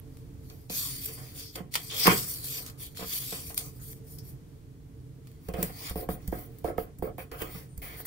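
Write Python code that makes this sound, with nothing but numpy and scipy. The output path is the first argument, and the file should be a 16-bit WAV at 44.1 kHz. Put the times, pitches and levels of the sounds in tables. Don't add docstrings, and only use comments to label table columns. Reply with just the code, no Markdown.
import sys
import numpy as np
from scipy import signal
from scipy.fft import rfft, irfft
from scipy.io import wavfile
from scipy.ndimage import uniform_filter1d

SR = 44100
rng = np.random.default_rng(int(sys.argv[2]) if len(sys.argv) > 2 else 0)


def to_wav(s):
    ch = np.atleast_2d(s).T
    pcm = np.round(np.clip(ch, -1, 1) * 32767)
    wavfile.write(sys.argv[1], SR, pcm.astype(np.int16))


def elevation(decibels):
    levels = np.asarray(decibels, float)
    return 10 ** (levels / 20)


N = 355446

# peak t/s, rise t/s, fall t/s, fizz level/dB, rasp re fizz level/dB
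PEELS = [(.176, 0.14, 0.15, -71, 0), (.503, 0.13, 0.41, -61, -5), (.71, 0.0093, 1, -40.5, -3),
         (.745, 0.044, 0.11, -39.5, 0.5), (0.8, 0.078, 0.27, -35.5, -0.5), (1.05, 0.065, 0.02, -35, -16),
         (1.062, .012, .006, -28.5, -20), (1.088, .015, .025, -40, -13), (1.142, 0.03, 0.04, -39.5, -20),
         (1.22, 0.21, 0.29, -64.5, 2), (1.38, .03, 0.086, -49.5, -6), (1.41, 0.075, 0.14, -49.5, 2),
         (1.56, 0.041, 0.082, -51.5, 0), (1.748, 0.04, 0.055, -45.5, 1)]
# peak t/s, rise t/s, fall t/s, fizz level/dB, rasp re fizz level/dB
SLIDES = [(1.84, .1, 0.17, -44.5, -5.5), (1.92, 0.075, 0.34, -52.5, 10), (2.038, 0.12, 0.26, -30.5, 2.5),
          (2.19, 0.18, 0.15, -31, -5.5), (2.299, 0.075, 0.21, -34, -10.5), (2.45, 0.031, 0.19, -38.5, -8),
          (2.575, 0.18, 0.11, -38, -1.5), (2.68, 0.047, 0.061, -48, 0), (2.835, 0.062, 0.078, -41, -7.5),
          (2.984, 0.04, 0.31, -45.5, 3), (3.146, 0.11, 0.23, -34.5, -5.5), (3.324, 0.29, 0.22, -40, -2),
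          (3.5, 0.27, 0.047, -44.5, -6.5), (3.581, 0.023, 0.08, -41.5, 0.5), (3.67, 0.29, 0.075, -46, -9.5),
          (3.77, 0.088, 0.12, -56, -11), (3.837, 0.035, 0.15, -46, -15), (3.925, 0.14, 0.027, -45, -14),
          (3.96, 0.033, 0.086, -60, -7), (4.13, 0.098, 0.097, -48.5, -23.5), (4.29, 0.072, 0.077, -50, -16),
          (2.75, .1, 0.25, -69, -1.5), (2.92, .06, 0.074, -61.5, -2)]
# peak t/s, rise t/s, fall t/s, fizz level/dB, rasp re fizz level/dB
SWEEPS = [(5.272, 0.049, 0.25, -64, -2), (5.489, 0.095, 0.042, -54.5, -7.5),
          (5.625, 0.081, 0.2, -37.5, -12), (5.82, .09, 0.21, -41, -31), (5.894, 0.19, 0.084, -49.5, 8.5),
          (6.24, 0.059, 0.12, -57, -5.5), (6.282, 0.014, 0.14, -53, -8), (6.6, 0.27, .1, -61, -8),
          (7.419, 0.042, 0.048, -35.5, -10.5), (7.561, 0.22, 0.14, -42.5, -9.5),
          (7.78, 0.017, 0.08, -54.5, -11), (8, 0.053, 0.04, -36.5, -15), (8.06, 0.012, .1, -30.5, -13.5)]
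# start t/s, length t/s, fizz level/dB, rasp re fizz level/dB
RUBS = [(5.528, .06, -49, -17), (5.957, 0.073, -37, -14), (6.09, 0.041, -35, -17), (6.32, 0.13, -38, -17.5),
        (6.643, 0.046, -44.5, -8.5), (6.779, 0.044, -38, -19), (7.025, 0.04, -44, -15.5),
        (7.181, 0.034, -41, -14), (7.318, 0.09, -46.5, -11), (7.819, 0.16, -39, -14),
        (1.349, 0.074, -46.5, -9), (2.775, 0.034, -62, -1)]
FLUTTER_DB = [-16.5, -16, -6.5, -9]
HUM_DB = [-37, -13.5, -12, -2.5]
# t/s, fall t/s, page flutter level/dB, desk hum level/dB
PRESSES = [(.505, 0.094, -62, -51), (0.704, 0.13, -51, -45.5), (1.084, 0.15, -53, -44),
           (1.178, 0.32, -53, -49.5), (1.56, 0.14, -49, -35), (1.761, 0.09, -40, -39.5),
           (1.915, 0.98, -53, -45.5), (2.071, 0.11, -21.5, -19), (2.099, 0.091, -22.5, -33),
           (2.994, 0.1, -42, -38.5), (3.037, 0.036, -43, -44), (3.326, 0.13, -43.5, -39),
           (3.506, 0.048, -48, -39.5), (3.59, 0.21, -56, -43), (2.6, 0.25, -56, -47),
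           (7.55, 0.15, -49.5, -43.5), (5.49, 0.057, -51, -32), (5.542, 0.24, -44.5, -32.5),
           (5.628, 0.093, -43.5, -45), (5.964, 0.15, -53, -34.5), (6.095, 0.19, -51, -37.5),
           (6.331, 0.19, -51, -32.5), (6.653, 0.15, -55, -25.5), (6.791, 0.1, -51.5, -29.5),
           (7.032, 0.098, -57, -25), (7.189, 0.098, -45, -38), (7.319, 0.2, -47, -37.5),
           (7.415, 0.16, -43, -35), (7.825, 0.49, -50.5, -43.5), (8.003, 0.012, -48, -34)]
# peak t/s, rise t/s, fall t/s, page flutter level/dB, desk hum level/dB
LEANS = [(6.685, .03, .03, -55, -26.5), (6.706, .015, 0.045, -56, -30.5), (7.078, .015, 0.058, -62, -30),
         (5.6, .03, 0.054, -46, -31.5), (6.035, 0.022, .035, -57, -36), (1.585, .02, .05, -46.5, -52),
         (3.025, .03, .04, -43, -41.5), (7.335, .02, .06, -54, -44), (5.7, .02, 0.024, -52, -42.5),
         (6.88, .03, 0.074, -67, -45.5), (2.062, .015, .03, -30, -23.5), (3.23, .02, .03, -50, -46),
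         (7.41, 0.022, .02, -46, -40)]
# f/Hz, level per Hz/dB
FIZZ = [(3000, -26), (6000, -9), (8000, -3), (10000, 1.5), (12500, 5.5), (15000, 5), (17000, -14)]
# f/Hz, level per Hz/dB
GLOSS = [(5000, -68), (9000, -13), (12000, -6.5), (16000, -0.5)]
# f/Hz, level per Hz/dB
RASP = [(1200, -31.5), (2400, -10), (3500, -8), (4800, -4.5), (6200, -11), (8000, -12.5), (12000, -22)]
# f/Hz, level per Hz/dB
SKIN = [(1000, -45), (2000, -4), (3200, -7), (4500, -1), (6000, -7.5), (8000, -8.5), (12000, -15.5)]
# f/Hz, level per Hz/dB
FLUTTER = [(400, -26.5), (800, -12), (1200, -0.5), (1700, -4), (2300, -7.5), (3000, -7), (5000, -42)]
# start t/s, length t/s, f/Hz, level/dB
SQUEAKS = [(4.07, 0.089, 5200, -67.5), (4.185, 0.0036, 5240, -53), (3.8, 0.018, 6900, -60),
           (3.79, .04, 1400, -65), (2.8, 0.072, 3260, -54), (2.8, .03, 1400, -70), (7.69, 0.064, 8900, -66),
           (1.385, 0.11, 4970, -49.5), (7.82, 0.13, 2180, -50), (1.9, 0.11, 3400, -39.5),
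           (1.754, .004, 3050, -33), (1.74, .012, 2000, -42), (1.77, 0.036, 3300, -50.5),
           (3.11, .06, 2700, -52), (8, .07, 4300, -62)]
# t/s, peak level/dB, middle re peak level/dB, low re peak level/dB
SNAPS = [(0.17, -41.5, -3, -4), (0.499, -32, 10, -37), (0.6972, -24.5, 7, -14), (1.0575, -22, -16, -22),
         (1.5556, -21, -1, -15), (1.739, -18.5, 0, -25), (1.7445, -20, 0, -22.5), (1.754, -9, 2, 0),
         (2.0671, -11.5, -22, 16), (2.112, -17, -10, -9), (2.118, -13, 0, -8), (3.327, -25.5, -5, 7),
         (3.5045, -44, -17, 10), (3.575, -15.5, -24, -32), (3.582, -26.5, -25.5, -24),
         (4.1854, -34.5, -15.5, -29), (5.271, -41, -1, -2.5), (5.4855, -30.5, -8.5, -10.5),
         (5.5374, -28, -1, 3), (5.6276, -11, -19, -22), (5.895, -24.5, -25, -7), (6.276, -25, -18, -19.5),
         (6.5852, -37, -26, -29.5), (6.986, -37, -34, -24.5), (7.419, -24.5, -13.5, 4),
         (2.971, -35, -3, -7.5), (1.732, -33.5, 0, -19.5), (7.315, -35.5, 2, 0), (1.085, -34.5, -7, -5)]
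# t/s, peak level/dB, middle re peak level/dB, low re peak level/dB
FLICKS = [
    (2.07, -6.5, 0, -25),
    (2.0784, -1.5, -29.5, -1.5),
    (2.6636, -21, -7, -22),
    (3.578, -8.5, -21.5, -29),
    (6.784, -41, -27, 13),
    (7.777, -30.5, -28, -31),
]
# t/s, peak level/dB, middle re peak level/dB, low re
# peak level/dB
MORE_FLICKS = [(1.138, -36, -12, -26), (1.7241, -37, -12, -23), (1.7482, -23.5, -5, -30), (1.945, -21, 0.5, -15),
               (2.0586, -16.5, 3, 6.5), (2.338, -24, -17, -30), (2.698, -31, 1, -10.5), (2.948, -45, -5, 10),
               (3.5444, -25.5, -21, -25), (3.93, -37.5, -4, -1), (5.316, -44, -6, -8.5), (5.563, -44, -4, -10),
               (6.088, -32, -10, 3), (7.1824, -35, -3, 10), (7.525, -41, -3, -8), (7.818, -43, -4, -4),
               (8.052, -37, -10, -15), (1.9984, -21, -5.5, -20.5), (2.4432, -26.5, -8, -25),
               (2.7976, -37, -3, -23), (3.0829, -28, -8, -25), (3.1433, -26, -7.5, -25), (1.3678, -36, -7, -24),
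               (3.026, -34, 0, 2), (3.506, -40.5, 2.5, 3), (5.897, -38, -2, 4), (6.644, -39, -4, 7),
               (6.78, -34, -1.5, 8), (7.023, -41, -6, 10), (2.972, -29.5, 3, 0), (3.5765, -14, -6, -18),
               (7.42, -32, -2, -2), (5.957, -38, 0, 8)]
# t/s, peak level/dB, thud re peak level/dB, boom re peak level/dB, knock re peak level/dB
TAPS = [(5.487, -33.5, -6, -2.5, -26), (5.539, -30.5, -7.5, -8, -25), (5.585, -41, -4, 13, -7),
        (5.627, -31.5, -12, 3, -21), (5.908, -40.5, 2.5, -1, -3), (5.956, -27, -12.5, -7.5, -21),
        (6.088, -23, -15, -7, -6.5), (6.28, -47.5, 14.5, 14, -17), (6.325, -23, -23, -11, -17),
        (6.644, -19.5, -20, -13.5, -26.5), (6.7, -26.5, -22, -24, -34), (6.781, -19.5, -22, -13.5, -8.5),
        (6.993, -56, 10, 9.5, -14), (7.023, -21.5, -18, -11.5, -20), (7.075, -33, -31, -17, -19),
        (7.182, -31, -29, -14, -11), (7.317, -37, -15, -26, -9), (7.418, -32.5, -9, -12, -18),
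        (7.551, -55, 6, 15, -15.5), (7.778, -57, 17, 6, -6.5)]
# t/s, peak level/dB, boom re peak level/dB, knock re peak level/dB
DROPS = [(0.699, -35.5, -1.5, -17), (1.556, -40, -9, -24), (1.603, -37.5, 6, -5), (2.054, -26.5, -4, 2),
         (2.076, -20, 1, 2), (2.087, -25, -10, -6.5), (2.992, -42, -4, -11), (3.009, -40, -5, -11),
         (3.025, -35.5, -9, -4), (3.04, -46, 3, -6), (3.323, -33.5, -7.5, -5)]
# f/Hz, level/dB, time to die by 60 dB t/s
DESK = [(308.2, -4.5, 0.056), (444.7, -4, 0.11), (519.7, -5, 0.072), (587, -6, 0.07), (682, -7, 0.058),
        (725.6, -5.5, 0.085), (850, -14, 0.03), (966, -17, 0.022)]
# f/Hz, level/dB, time to die by 60 dB t/s
KNOCK = [(1099, 1, 0.038), (1182, -1, 0.024), (1284, 1.5, 0.04), (1340, 2, 0.034), (1676, -2.5, 0.03),
         (1830, -5, 0.02), (2160, -3, 0.018), (2280, -6.5, 0.02)]
# f/Hz, level/dB, time to die by 60 dB t/s
BOOM = [(125.8, -6, 0.25), (167.8, 8.5, 0.073), (256, -1.5, 0.052)]
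# f/Hz, level/dB, time to die by 60 dB t/s
HOLLOW = [(209, -20, .2), (443.6, 0, 0.28), (571, -16, .25), (743, -6.5, .28), (868, -12, .22),
          (1084, -8.5, .3), (1184, -9, .3), (1250, -9, .32), (1692, -10.5, .22), (1876, -16, .22),
          (2140, -18.5, .2), (2316, -18, .2)]
# t/s, peak level/dB
BLOWS = [
    (2.048, -33.5),
    (2.059, -21),
    (2.072, -16.5),
    (2.078, -12.5),
    (2.088, -17.5),
    (2.105, -21),
    (2.122, -20),
    (2.139, -25.5),
]
# f/Hz, level per Hz/dB
AIR = [(12, -50), (20, -8), (43, 0), (138, 3), (204, -12), (293, -12), (410, -19), (446, -6.5),
       (485, -35.5), (527, -29), (738, -33.5), (2200, -37.5), (16000, -39.5)]
# f/Hz, width f/Hz, level/dB
ROOM_HUM = [(128.5, 6.9, -54), (150, 9.7, -63), (278.7, 27, -59.5), (449.4, 14, -66)]
# f/Hz, time to die by 60 dB t/s
ROOM = [(125, 0.5), (500, 0.18), (2000, 0.055), (8000, 0.2), (16000, 0.11)]
# f/Hz, phase/radians
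LEAD = [(0, 0), (200, -.6), (520, 0), (1210, 1.5), (1460, 3.6), (2840, 9.5), (3900, 15.7), (4650, 19.4),
        (5510, 24.6), (6290, 28), (7580, 34.8), (9220, 37.5), (12350, 43.98), (15250, 50.27)]
# f/Hz, likeness (0 to 1)
SAME = [(50, .97), (125, .93), (300, .82), (650, .4), (1500, .55), (2800, .6), (4500, .48), (8500, .3),
        (9400, .75), (10600, .86), (16000, .86)]
# f/Hz, level difference/dB
TILT = [(60, -1), (380, -4.5), (1200, -0.4), (3200, -1.5), (5000, 4), (6800, -2), (8800, 5), (11000, 1)]
# f/Hz, level/dB
JOINT = [(1500, -5.5), (2500, -4.5), (8500, -4.5), (10000, -6.5)]

GLOSS_FROM_S = 5.14
RUB_RISE_S, RUB_SAG_DB_PER_S, RUB_LIFT_S = 0.003, 59, 0.044
FLUTTER_PER_RASP = 0.76
RISE_BEND, FALL_BEND, PRESS_BEND = 0.96, 1.71, 5.36
PRESS_RISE_S, PRESS_STRETCH = .007, 2.4
SQUEAK_WIDTH_HZ = 600
CREASE_S, FLICK_S = .0052, .002
DROP_THUD_DB = -60
POP_HZ, POP_S, POP_DB = 640, .001, -1
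SMACK_S, SMACK_HZ, SMACK_DB = 2.0769, 952, -8.5
AIR_DB = -48.5
HISS_ALIKE = .3
EDGE_HZ = 15750
JOINT_FROM_HZ, JOINT_QUIET_DB = 1500, -89


def evened(x):
    return x / np.sqrt(np.mean(x ** 2) + 1e-20)


def peaked(x):
    return x / abs(x).max()


def read(points, hz):
    f, value = np.transpose(points)
    return np.interp(np.log(hz + 1), np.log(f + 1), value)


def colour(x, points):
    size = x.shape[-1]
    gain = elevation(read(points, np.fft.rfftfreq(size, 1 / SR)))
    return evened(irfft(rfft(x) * gain, size))


def add(mix, s, sound):
    part = mix[..., round(s * SR):][..., :sound.shape[-1]]
    part += sound[..., :part.shape[-1]]


def ring(modes, shorter=0.87, spot_db=0):
    t = np.arange(SR // 4) / SR
    hz, db, t60 = np.transpose(modes)[..., None]
    opposite = np.pi * np.arange(len(hz))[:, None]
    decay = elevation(db + spot_db - 60 * t / (t60 * shorter))
    return (decay * np.sin(2 * np.pi * hz * t + opposite)).sum(0)[None]


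def swell(peak, rise, fall, db, hold=0, sag_db=0, bend=FALL_BEND):
    u = np.arange(0, N, 32) / SR - peak
    up = np.clip(1 + u / max(rise, .002), 0, 1)
    down = np.clip(1 - (u - hold) / max(fall, .002), 0, 1)
    level = elevation(db - sag_db * np.clip(u, 0, hold))
    return (level * up ** RISE_BEND * down ** bend) ** 2


def gestures():
    rubs = [(s, RUB_RISE_S, RUB_LIFT_S, db, rasp_db, length, RUB_SAG_DB_PER_S)
            for s, length, db, rasp_db in RUBS]
    power = 0
    for rows, flutter_db, hum_db in zip((PEELS, SLIDES, SWEEPS, rubs), FLUTTER_DB, HUM_DB):
        for s, rise, fall, db, rasp_db, *hold in rows:
            shake_db = FLUTTER_PER_RASP * rasp_db
            share = elevation(np.array([0, rasp_db, flutter_db + shake_db, hum_db + shake_db]))[:, None]
            power = power + share ** 2 * swell(s, rise, fall, db, *hold)
    for s, fall, flutter_db, hum_db in PRESSES:
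        share = np.array([0, 0, elevation(flutter_db), elevation(hum_db)])[:, None]
        power = power + share ** 2 * swell(s, PRESS_RISE_S, PRESS_STRETCH * fall, 0, bend=PRESS_BEND)
    for s, rise, fall, flutter_db, hum_db in LEANS:
        share = np.array([0, 0, elevation(flutter_db), elevation(hum_db)])[:, None]
        power = power + share ** 2 * swell(s, rise, fall, 0)
    return np.sqrt(power).repeat(32, axis=1)[:, :N]


def friction(patchy_db, grain_db, flicker_db):
    slips = rng.standard_normal((2, N)) * elevation(grain_db * np.minimum(rng.exponential(1, N), 5))
    z = signal.stft(slips, nperseg=256, noverlap=192)[2]
    streaks = uniform_filter1d(rng.standard_normal(z.shape[1:]), size=3, axis=0)
    streaks = evened(uniform_filter1d(streaks, size=60, axis=1))
    flicker = evened(uniform_filter1d(rng.standard_normal(z.shape[2]), size=5))
    shifting = elevation(patchy_db * streaks + flicker_db * flicker)
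    return signal.istft(z * shifting, nperseg=256, noverlap=192)[1][:, :N]


def strokes():
    on_paper = np.arange(N) / SR < GLOSS_FROM_S
    gains = gestures()
    rub = friction(patchy_db=3.0, grain_db=2.0, flicker_db=1.28)
    drag = friction(patchy_db=3.0, grain_db=3.0, flicker_db=0.0)
    wood = ring(DESK, shorter=0.86) + elevation(-14.0) * ring(KNOCK, shorter=1.1)
    hum = evened(signal.oaconvolve(drag, wood, axes=1)[:, :N])
    hum = signal.lfilter(*signal.butter(2, 150, "high", fs=SR), hum)
    fizz = np.where(on_paper, colour(rub, FIZZ), colour(rub, GLOSS))
    rasp = np.where(on_paper, colour(rub, RASP), colour(rub, SKIN))
    flutter = colour(drag, FLUTTER)
    layers = [elevation(-0.6) * fizz, elevation(-1.5) * rasp, elevation(-1.0) * flutter, elevation(-7.0) * hum]
    return sum(gain * layer for gain, layer in zip(gains, layers))


def squeaks():
    out = np.zeros((2, N))
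    for s, length, hz, db in SQUEAKS:
        slips = rng.standard_normal((2, SR // 2))
        band = evened(signal.lfilter(*signal.iirpeak(hz, hz / SQUEAK_WIDTH_HZ, SR), slips))
        power = swell(.1, RUB_RISE_S, RUB_LIFT_S, db, hold=length)
        add(out, s - .1, band * np.sqrt(power).repeat(32)[:SR // 2])
    return out


def snaps(rows, length_s):
    out, t = np.zeros((2, N)), np.arange(2048) / SR
    bursts = elevation(7.14 * rng.exponential(1, (len(rows), 1, 2048)).clip(0, 4))
    cracks = rng.standard_normal((len(rows), 2, 2048)) * bursts
    fade = np.minimum(t / .0004, 1) * np.exp(-t / length_s)
    for (s, db, middle_db, low_db), crack in zip(rows, cracks):
        tone = colour(crack, FIZZ)
        tone = tone + elevation(middle_db) * colour(crack, RASP) + elevation(low_db) * colour(crack, FLUTTER)
        add(out, s, elevation(db + 5.0) * peaked(tone * fade))
    return out


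def pulse(hz):
    late = np.arange(SR // 4) / SR - 2.4 * POP_S
    return np.cos(2 * np.pi * hz * late) * np.exp(-(late / POP_S) ** 2)


def taps():
    out, t = np.zeros((2, N)), np.arange(SR // 4) / SR
    rows = [(s, db, DROP_THUD_DB - db, *rest) for s, db, *rest in DROPS] + TAPS
    chance = rng.standard_normal((len(rows), 2, 320))
    thud = np.sin(2 * np.pi * 55 * t) * np.exp(-t / 0.022) * np.minimum(t / 0.0027, 1)
    for (s, db, thud_db, boom_db, knock_db), uneven in zip(rows, chance):
        contact = (0.5 + uneven[:, :300]) * np.exp(-np.arange(300) / 22)
        spot_db = 2.3 * uneven[0, 300:, None]
        rings = (ring(m, shorter=0.886, spot_db=spot_db[:len(m)]) for m in (DESK, BOOM, KNOCK))
        body, boom, knock = (peaked(signal.oaconvolve(r, contact, axes=1)[:, :len(t)]) for r in rings)
        wood = body + elevation(boom_db + 2.0) * boom + elevation(knock_db) * knock
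        wood = signal.lfilter(*signal.butter(2, 100, "high", fs=SR), wood)
        sound = wood + elevation(thud_db + 9.0) * thud + elevation(POP_DB) * pulse(POP_HZ)
        add(out, s, elevation(db - 1.0) * sound)
    add(out, SMACK_S, elevation(SMACK_DB) * pulse(SMACK_HZ)[None])
    return out


def hollow():
    out = np.zeros((2, N))
    chance = rng.standard_normal((len(BLOWS), 2, 80))
    for (s, db), uneven in zip(BLOWS, chance):
        near, far = (.8 + uneven[:, :60]) * np.hanning(60)
        contact = np.array([np.pad(near, (0, 28)), np.pad(far, (28, 0))])
        modes = ring(HOLLOW, shorter=.52, spot_db=3.0 * uneven[0, 60:60 + len(HOLLOW), None])
        add(out, s, elevation(db) * peaked(signal.oaconvolve(modes, contact, axes=1)))
    return out


def sparse_tail():
    clicks = np.zeros((2, SR // 2))
    at = np.arange(200, SR // 2 - 12, 12)
    at = at + rng.integers(0, 12, (2, len(at)))
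    np.put_along_axis(clicks, at, rng.choice([-1., 1.], at.shape), 1)
    hz, t, z = signal.stft(clicks, SR, nperseg=256)
    decay = elevation(-60 * t / read(ROOM, hz)[:, None])
    tail = signal.istft(z * decay, SR, nperseg=256)[1]
    return tail / np.linalg.norm(tail, axis=1, keepdims=True)


def air():
    t = np.arange(N) / SR
    waves = (np.sin(2 * np.pi * (f * t + rng.random())) / np.sqrt(f) for f in np.geomspace(.2, 6, 16))
    drift = evened(sum(waves))
    out = elevation(AIR_DB) * colour(rng.standard_normal((2, N)), AIR)
    for hz, width, db in ROOM_HUM:
        noise = rng.standard_normal((2, N))
        out += elevation(db) * evened(signal.lfilter(*signal.iirpeak(hz, hz / width, SR), noise))
    return out * elevation(1.1 * drift)


def ports(x, treble_alike=1):
    hz = np.fft.rfftfreq(N, 1 / SR)
    direct, scattered = rfft(x)
    same = read(SAME, hz) * np.where(hz > 700, treble_alike, 1)
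    delay = np.exp(-1j * np.interp(hz, *np.transpose(LEAD)))
    right = same * delay * direct + np.sqrt(1 - same ** 2) * scattered
    tilt = elevation(read(TILT, hz) / 2)
    return irfft(np.array([direct * tilt, right / tilt]), N)


def scene():
    hands = strokes() + squeaks()
    hands += snaps(SNAPS, CREASE_S) + snaps(FLICKS, FLICK_S) + snaps(MORE_FLICKS, FLICK_S)
    hands += taps() + hollow()
    echo = signal.fftconvolve(hands, sparse_tail(), axes=1)[:, :N]
    return ports(hands + elevation(-9.0) * echo) + ports(air(), HISS_ALIKE)


def joint(x):
    hz, _, z = signal.stft(np.array([x[0] + x[1], x[0] - x[1]]) / 2, SR, nperseg=1024)
    power = uniform_filter1d(uniform_filter1d(abs(z) ** 2, size=4, axis=1), size=5, axis=2)
    other = power[::-1]
    weak = power < elevation(2 * read(JOINT, hz))[:, None] * other
    weak = weak & (hz > JOINT_FROM_HZ)[:, None] & (other > elevation(2 * JOINT_QUIET_DB))
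    mid, side = signal.istft(z * ~weak, nperseg=1024)[1][:, :N]
    return np.array([mid + side, mid - side])


def band_limit(x):
    return signal.sosfilt(signal.butter(12, 16870, fs=SR, output="sos"), x)


def record(dry):
    low_pass = signal.firwin(767, EDGE_HZ, window=("kaiser", 8), fs=SR)[None]
    limited = signal.oaconvolve(np.clip(dry, -.96, .96), low_pass, "same")
    mix = np.clip(joint(limited), -1, 1)
    return band_limit(mix)


dry = scene()
out = record(dry)
to_wav(out)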